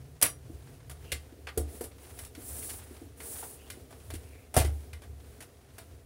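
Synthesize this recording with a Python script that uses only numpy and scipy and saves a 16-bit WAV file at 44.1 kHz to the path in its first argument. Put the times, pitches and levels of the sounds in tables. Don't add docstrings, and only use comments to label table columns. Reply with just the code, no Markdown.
import sys
import numpy as np
from scipy import signal
from scipy.fft import rfft, irfft, next_fast_len
from scipy.io import wavfile

SR = 44100
rng = np.random.default_rng(int(sys.argv[2]) if len(sys.argv) > 2 else 0)


def file_out(sig):
    cols = np.atleast_2d(sig).T
    lim = np.clip(cols, -1, 1)
    pcm = np.round(lim * 32767).astype(np.int16)
    wavfile.write(sys.argv[1], SR, pcm)


N = 267113
TIME = np.arange(N) / SR
AGE = np.arange(SR // 2) / SR

# freq_hz, level_db
RUMBLE_COLOUR = [(20, -45), (40, -13), (58, -7), (72, 8.5), (86, 0.5), (115, -5), (160, -24.5), (240, -52)]
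# time_s, level_db
RUMBLE_RIDE = [(0, -49), (1.1, -48.5), (1.5, -54.5), (2.6, -49), (3.1, -52), (3.85, -55), (4.13, -46),
               (4.45, -53), (5.3, -48), (5.6, -58), (5.8, -52)]
# time_s, level_db
DRONE_FADE = [(0, -52), (1.0, -55), (1.4, -67.5)]
# freq_hz, level_db
MURK_COLOUR = [(120, -3.5), (200, -4.5), (270, 4), (320, -3.5), (400, 2.5), (480, 1), (570, -7.5),
               (700, -6), (900, -20.5), (2000, -23.5)]
# start_s, edge_db, clack_db, hollow_db, seat_s
CONTACTS = [(0.2143, -20, -28, -25.5, 0.00047), (0.2243, -9, -22.5, -17, 0.0035),
            (0.237, -37, -26, -24.5, 0.017), (0.896, -41, -46.5, -36, 0.015),
            (1.1183, -25.5, -22.5, -38, 0.0053), (1.47, -49.5, -32.5, -30.5, 0.016),
            (1.575, -24, -38, -31, 0.0041), (1.808, -35.5, -49, -35.5, .03), (2.189, -34, -42, -38.5, .003),
            (2.249, -36.5, -44.5, -56, 0.0011), (2.35, -44, -41, -45, .002),
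            (2.625, -55, -41.5, -50, 0.0075), (2.696, -34, -38.5, -56, .007),
            (3.202, -47, -39, -33, 0.00201), (3.701, -33, -34.5, -38, .002), (3.907, -52.5, -55, -37, .018),
            (4.103, -39, -39, -29.5, .003), (4.137, -39, -42.5, -52, .014),
            (4.541, -30, -37.5, -25.5, 0.014), (4.565, -17, -24.5, -18, 0.0097),
            (4.586, -24.5, -26, -53, .013), (4.612, -36.5, -36.5, -29.5, .034),
            (4.931, -43, -38, -39, .002), (5.019, -53, -49, -44.5, 0.017),
            (5.405, -43.5, -43.5, -40.5, .018), (5.782, -38.5, -41.5, -33, .003)]
# freq_hz, level_db
PLASTIC_COLOUR = [(120, -9), (300, -2), (700, -1), (1000, -6), (1400, -2.5), (2200, 0), (3100, -3),
                  (3900, -8), (5000, -6), (6800, -8), (8300, -4.5), (9800, 0), (11200, -7), (15500, -13)]
# pitch_hz, level_db, t60_s
SHELL_MODES = [(1386, -10, 0.12), (1710, -0.5, 0.12), (2090, 0.5, 0.065), (2300, -13, 0.04),
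               (2920, -8, 0.11), (3440, 6, 0.047), (3690, -3, 0.1), (4387, 2, .08), (5130, -9, .08)]
# freq_hz, t60_s
ROOM_DECAY = [(300, .26), (1500, .23), (5000, .18), (12000, .16)]
# start_s, level_db
LATCH_HITS = [(0.2275, -6.5), (0.2634, -16), (0.3, -31)]
# pitch_hz, level_db, t60_s
SPRING_MODES = [(4590, -9, .13), (4856, -9, .14), (5792, -10, .22), (7698, -10, .2), (9362, -3, .15),
                (9560, -2, .17), (9698, -1, .17), (9960, -4, .15), (10105, -3, .15), (10363, -2, .16),
                (10423, -1, .16), (10503, -3, .15), (11690, -4, .13), (11830, -3, .13), (12220, -7, .13)]
# start_s, case_db, spot_hz, table_db
BLOWS = [(0.229, -34, 258.5, -44), (0.497, -39.5, 320, -53), (1.122, -35, 522, -35), (1.323, -41, 340, -63),
         (1.5735, -21, 438, -27.5), (1.8092, -27.5, 477, -63), (2.376, -37.5, 314, -73),
         (2.908, -40, 362, -82), (3.0155, -36.5, 337, -58), (3.428, -33, 884, -52),
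         (3.771, -41.5, 342, -71), (4.137, -35, 334, -36), (4.566, -11.5, 660, -15),
         (4.574, -22, 246, -18.5), (4.5757, -18, 723, -46), (4.647, -32, 416, -26)]
# pitch_hz, level_db, t60_s
CASE_MODES = [(178, -11, 0.65), (246, 7, 0.13), (290.7, -4.5, 0.74), (343.7, 4, 0.21), (442, -1, 0.34),
              (473, -2.5, 0.19), (588, -16, 0.36), (670, -8, 0.0646), (730, 2, 0.16), (787, -17, 0.6),
              (1125, -3, 0.054), (1400, 2, 0.098)]
# pitch_hz, level_db, t60_s
TABLE_MODES = [(55, -17, 0.29), (73.2, 2, 0.5), (99.4, -8.5, 0.31), (124.4, -17, 0.36)]
# peak_s, speed_up_s, slow_down_s, level_db
HAND_STROKES = [(0.682, 0.32, 0.18, -65.5), (1.12, 0.28, 0.29, -63.5), (1.78, 0.13, 0.05, -49),
                (2.08, 0.14, .15, -55.5), (2.22, 0.1, 0.087, -49.5), (2.67, 0.33, .19, -38),
                (2.9, 0.3, 0.24, -57), (3.334, 0.18, 0.31, -39), (3.7, 0.29, 0.24, -60),
                (4.06, 0.21, 0.57, -60), (4.8, 0.36, 0.14, -61.5), (5.28, 0.15, 0.33, -64),
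                (5.75, 0.08, 0.26, -68)]
# freq_hz, level_db
SWISH_COLOUR = [(2000, -28.5), (4500, -16.5), (6500, -11.5), (8300, -3), (9800, 2), (11000, -2),
                (12400, -8), (14000, -4.5)]
# freq_hz, level_db
DRAG_COLOUR = [(300, -2), (700, 6.5), (1100, 1.5), (1700, 1.5), (3000, -2.5), (5000, -5.5), (9000, -10),
               (15000, -29.5)]
# start_s, length_s, pitch_hz, level_db
CHIRP_CUES = [(1.016, 0.15, 2680, -56.5), (3.545, 0.19, 2900, -60), (4.213, 0.29, 2450, -60.5)]


def from_db(db):
    return 10 ** (np.asarray(db) / 20)


def unit_rms(x):
    return x / np.sqrt(np.mean(x ** 2) + 1e-20)


def in_time(curve):
    return np.interp(TIME, *np.transpose(curve))


def at_hz(points, hz):
    known_hz, values = np.transpose(points)
    return np.interp(np.log(hz + 1e-9), np.log(known_hz), values)


def add(track, start_s, sound):
    start = int(start_s * SR)
    track[start:start + len(sound)] += sound[:N - start]


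def eq(x, colour):
    size = next_fast_len(len(x))
    gain = from_db(at_hz(colour, np.fft.rfftfreq(size, 1 / SR)))
    return irfft(rfft(x, size) * gain, size)[:len(x)]


def noise(colour, size=N):
    return unit_rms(eq(rng.standard_normal(size), colour))


def drift(per_s):
    knots = rng.standard_normal(4000)
    return np.interp(TIME * per_s, np.arange(len(knots)), knots)


def attack(rise_s):
    return 1 - np.exp(-AGE / rise_s)


def ring(hz, t60):
    return np.sin(2 * np.pi * hz * AGE) * from_db(-60 * AGE / t60)


def room_tail(x):
    edges_hz = [0, 700, 2000, 5000, 10000, SR / 2]
    hz, spectrum = np.fft.rfftfreq(len(x), 1 / SR), rfft(x)
    tail = np.zeros(len(x))
    for low, high in zip(edges_hz, edges_hz[1:]):
        band = irfft(spectrum * ((hz >= low) & (hz < high)), len(x))
        tail += band * from_db(-60 * AGE / at_hz(ROOM_DECAY, (low + high) / 2))
    return tail


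def room_bed(effort_db, hiss_db=-73, murk_db=-53.5, murk_follow=0.15, throb_db=2.4):
    hiss = noise([(500, 7.5), (2000, 6.5), (6000, -14), (10000, 10), (12000, -18), (15000, -10.5)])
    murk = noise(MURK_COLOUR) * from_db(murk_db + murk_follow * effort_db + 2 * drift(per_s=16))
    drone = noise([(90, -53), (130, -4.5), (185, -31), (600, -66)]) * from_db(in_time(DRONE_FADE))
    rumble = noise(RUMBLE_COLOUR) * from_db(in_time(RUMBLE_RIDE) + throb_db * drift(per_s=17))
    return from_db(hiss_db) * hiss + murk + drone + rumble


def touches(seat_db=-2, quick_decay_s=0.0025, stretch=0.68):
    for start_s, edge_db, clack_db, hollow_db, seat_s in CONTACTS:
        decay_s = quick_decay_s + stretch * seat_s
        for delay_s, db in ((0, 0), (seat_s, seat_db)):
            yield start_s + delay_s, edge_db + db, clack_db + db, hollow_db + db, decay_s


def plastic_clicks(crack_db=-0.5, wash_db=-10.5, shell_db=-21, ripple_db=3):
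    out = np.zeros(N)
    ripple_hz, fine_hz = np.linspace(100, 16000, 90), np.linspace(100, 16000, 400)
    fine_modes = np.c_[fine_hz, rng.uniform(-8, 8, len(fine_hz))]
    dense_ring = unit_rms(eq(noise(PLASTIC_COLOUR, size=len(AGE)), fine_modes))
    wash = room_tail(dense_ring) * attack(rise_s=0.004)
    shell = np.array([from_db(db) * ring(hz, t60) for hz, db, t60 in SHELL_MODES])
    grit = noise(PLASTIC_COLOUR, size=N + len(AGE))
    for start_s, edge_db, clack_db, hollow_db, decay_s in touches():
        tone = [(350, hollow_db - 6), (700, hollow_db), (2500, clack_db), (10000, edge_db)]
        ripple = ripple_db * rng.uniform(-1, 1, len(ripple_hz))
        colour = np.c_[ripple_hz, at_hz(tone, ripple_hz) + ripple]
        crack = grit[rng.integers(N):][:len(AGE)] * np.exp(-AGE / decay_s) * attack(rise_s=0.0006)
        ringing = from_db(clack_db + shell_db) * rng.choice([-1, 1], len(shell)) @ shell
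        click = eq(from_db(crack_db) * crack + from_db(wash_db) * wash, colour) + ringing
        add(out, start_s, click[:len(AGE) // 2])
    return out


def latch(snap_db=4, decay_s=0.0019, spring_db=-24):
    out = np.zeros(N)
    snap_colour = [(3000, -23.5), (7000, -27), (8500, -19.5), (9700, -3.5),
                   (10500, -2.5), (11200, -18), (12200, -8.5), (13000, -55)]
    for start_s, db in LATCH_HITS:
        snap = noise(snap_colour, size=len(AGE)) * np.exp(-AGE / decay_s) * attack(rise_s=0.0024)
        spring = sum(ring(hz, t60) * from_db(mode_db + rng.normal(0, 1.64)) * rng.choice([-1, 1])
                     for hz, mode_db, t60 in SPRING_MODES)
        add(out, start_s, from_db(db) * (from_db(snap_db) * snap + from_db(spring_db) * spring))
    return out


def knocks(spot_cycles=14, modes_db=-17, wash_db=-16, reach_octaves=0.98):
    out = np.zeros(N)
    bloom = attack(rise_s=0.0031)
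    boom = sum(from_db(db) * ring(hz, t60) for hz, db, t60 in TABLE_MODES) * bloom
    case = np.array([(-1) ** k * from_db(db) * ring(hz, t60)
                     for k, (hz, db, t60) in enumerate(CASE_MODES)])
    for start_s, case_db, spot_hz, table_db in BLOWS:
        spot = 2 * ring(spot_hz, t60=spot_cycles / spot_hz) * attack(rise_s=0.0019)
        octaves_away = np.log2(np.array(CASE_MODES)[:, 0] / spot_hz)
        modes = np.exp(-(octaves_away / reach_octaves) ** 2 / 2) @ case
        wash_colour = [(spot_hz / 4, -20), (spot_hz, 0), (spot_hz * 2, -20), (spot_hz * 10, -60)]
        wash = room_tail(noise(wash_colour, size=len(AGE))) * bloom
        knock = spot + from_db(modes_db) * modes + from_db(wash_db) * wash
        add(out, start_s, from_db(case_db) * knock - from_db(table_db) * boom)
    return out


def hand_effort(resting_db=-77, brisk_db=-39, up_curve=1.34, down_curve=1.96):
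    power = from_db(resting_db) ** 2
    for peak_s, up_s, down_s, db in HAND_STROKES:
        swell = np.sin(np.pi / 2 * np.clip(1 + (TIME - peak_s) / up_s, 0, 1)) ** up_curve
        fade = np.sin(np.pi / 2 * np.clip(1 - (TIME - peak_s) / down_s, 0, 1)) ** down_curve
        power = power + (from_db(db) * swell * fade) ** 2
    return 10 * np.log10(power) - brisk_db


def hand_rub(effort_db, swish_db=-40, drag_db=-58.5, drag_follow=0.28,
             catches_per_s=45, tick_db=-2, tick_s=0.012):
    swish = noise(SWISH_COLOUR) * from_db(swish_db + effort_db + 1.46 * drift(per_s=57))
    catches = (rng.random(N) < catches_per_s / SR) * rng.random(N)
    tick_envelope = signal.lfilter([1], [1, -np.exp(-1 / (tick_s * SR))], catches + 1e-18)
    ticks = unit_rms(tick_envelope * noise(DRAG_COLOUR))
    drag = noise(DRAG_COLOUR) * from_db(2 * drift(per_s=45)) + from_db(tick_db) * ticks
    return swish + drag * from_db(drag_db + drag_follow * effort_db)


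def chirps(waver_hz=170):
    out = np.zeros(N)
    for start_s, length_s, hz, db in CHIRP_CUES:
        swell = np.sin(np.pi * np.clip((TIME - start_s) / length_s, 0, 1))
        phase = 2 * np.pi * np.cumsum(hz + waver_hz * drift(per_s=14)) / SR
        rasp = drift(per_s=800)
        out += from_db(db) * swell * rasp * np.sin(phase)
    return out


def scene():
    effort_db = hand_effort()
    hits = plastic_clicks() + latch() + knocks()
    return (hits + hand_rub(effort_db) + chirps() + room_bed(effort_db))[None]


def record(dry):
    low_cut = signal.butter(5, 36, "high", fs=SR, output="sos")
    high_cut = signal.ellip(12, 0.2, 80, 15740, fs=SR, output="sos")
    return signal.sosfilt(high_cut, signal.sosfilt(low_cut, dry))


dry = scene()
out = record(dry)
file_out(out)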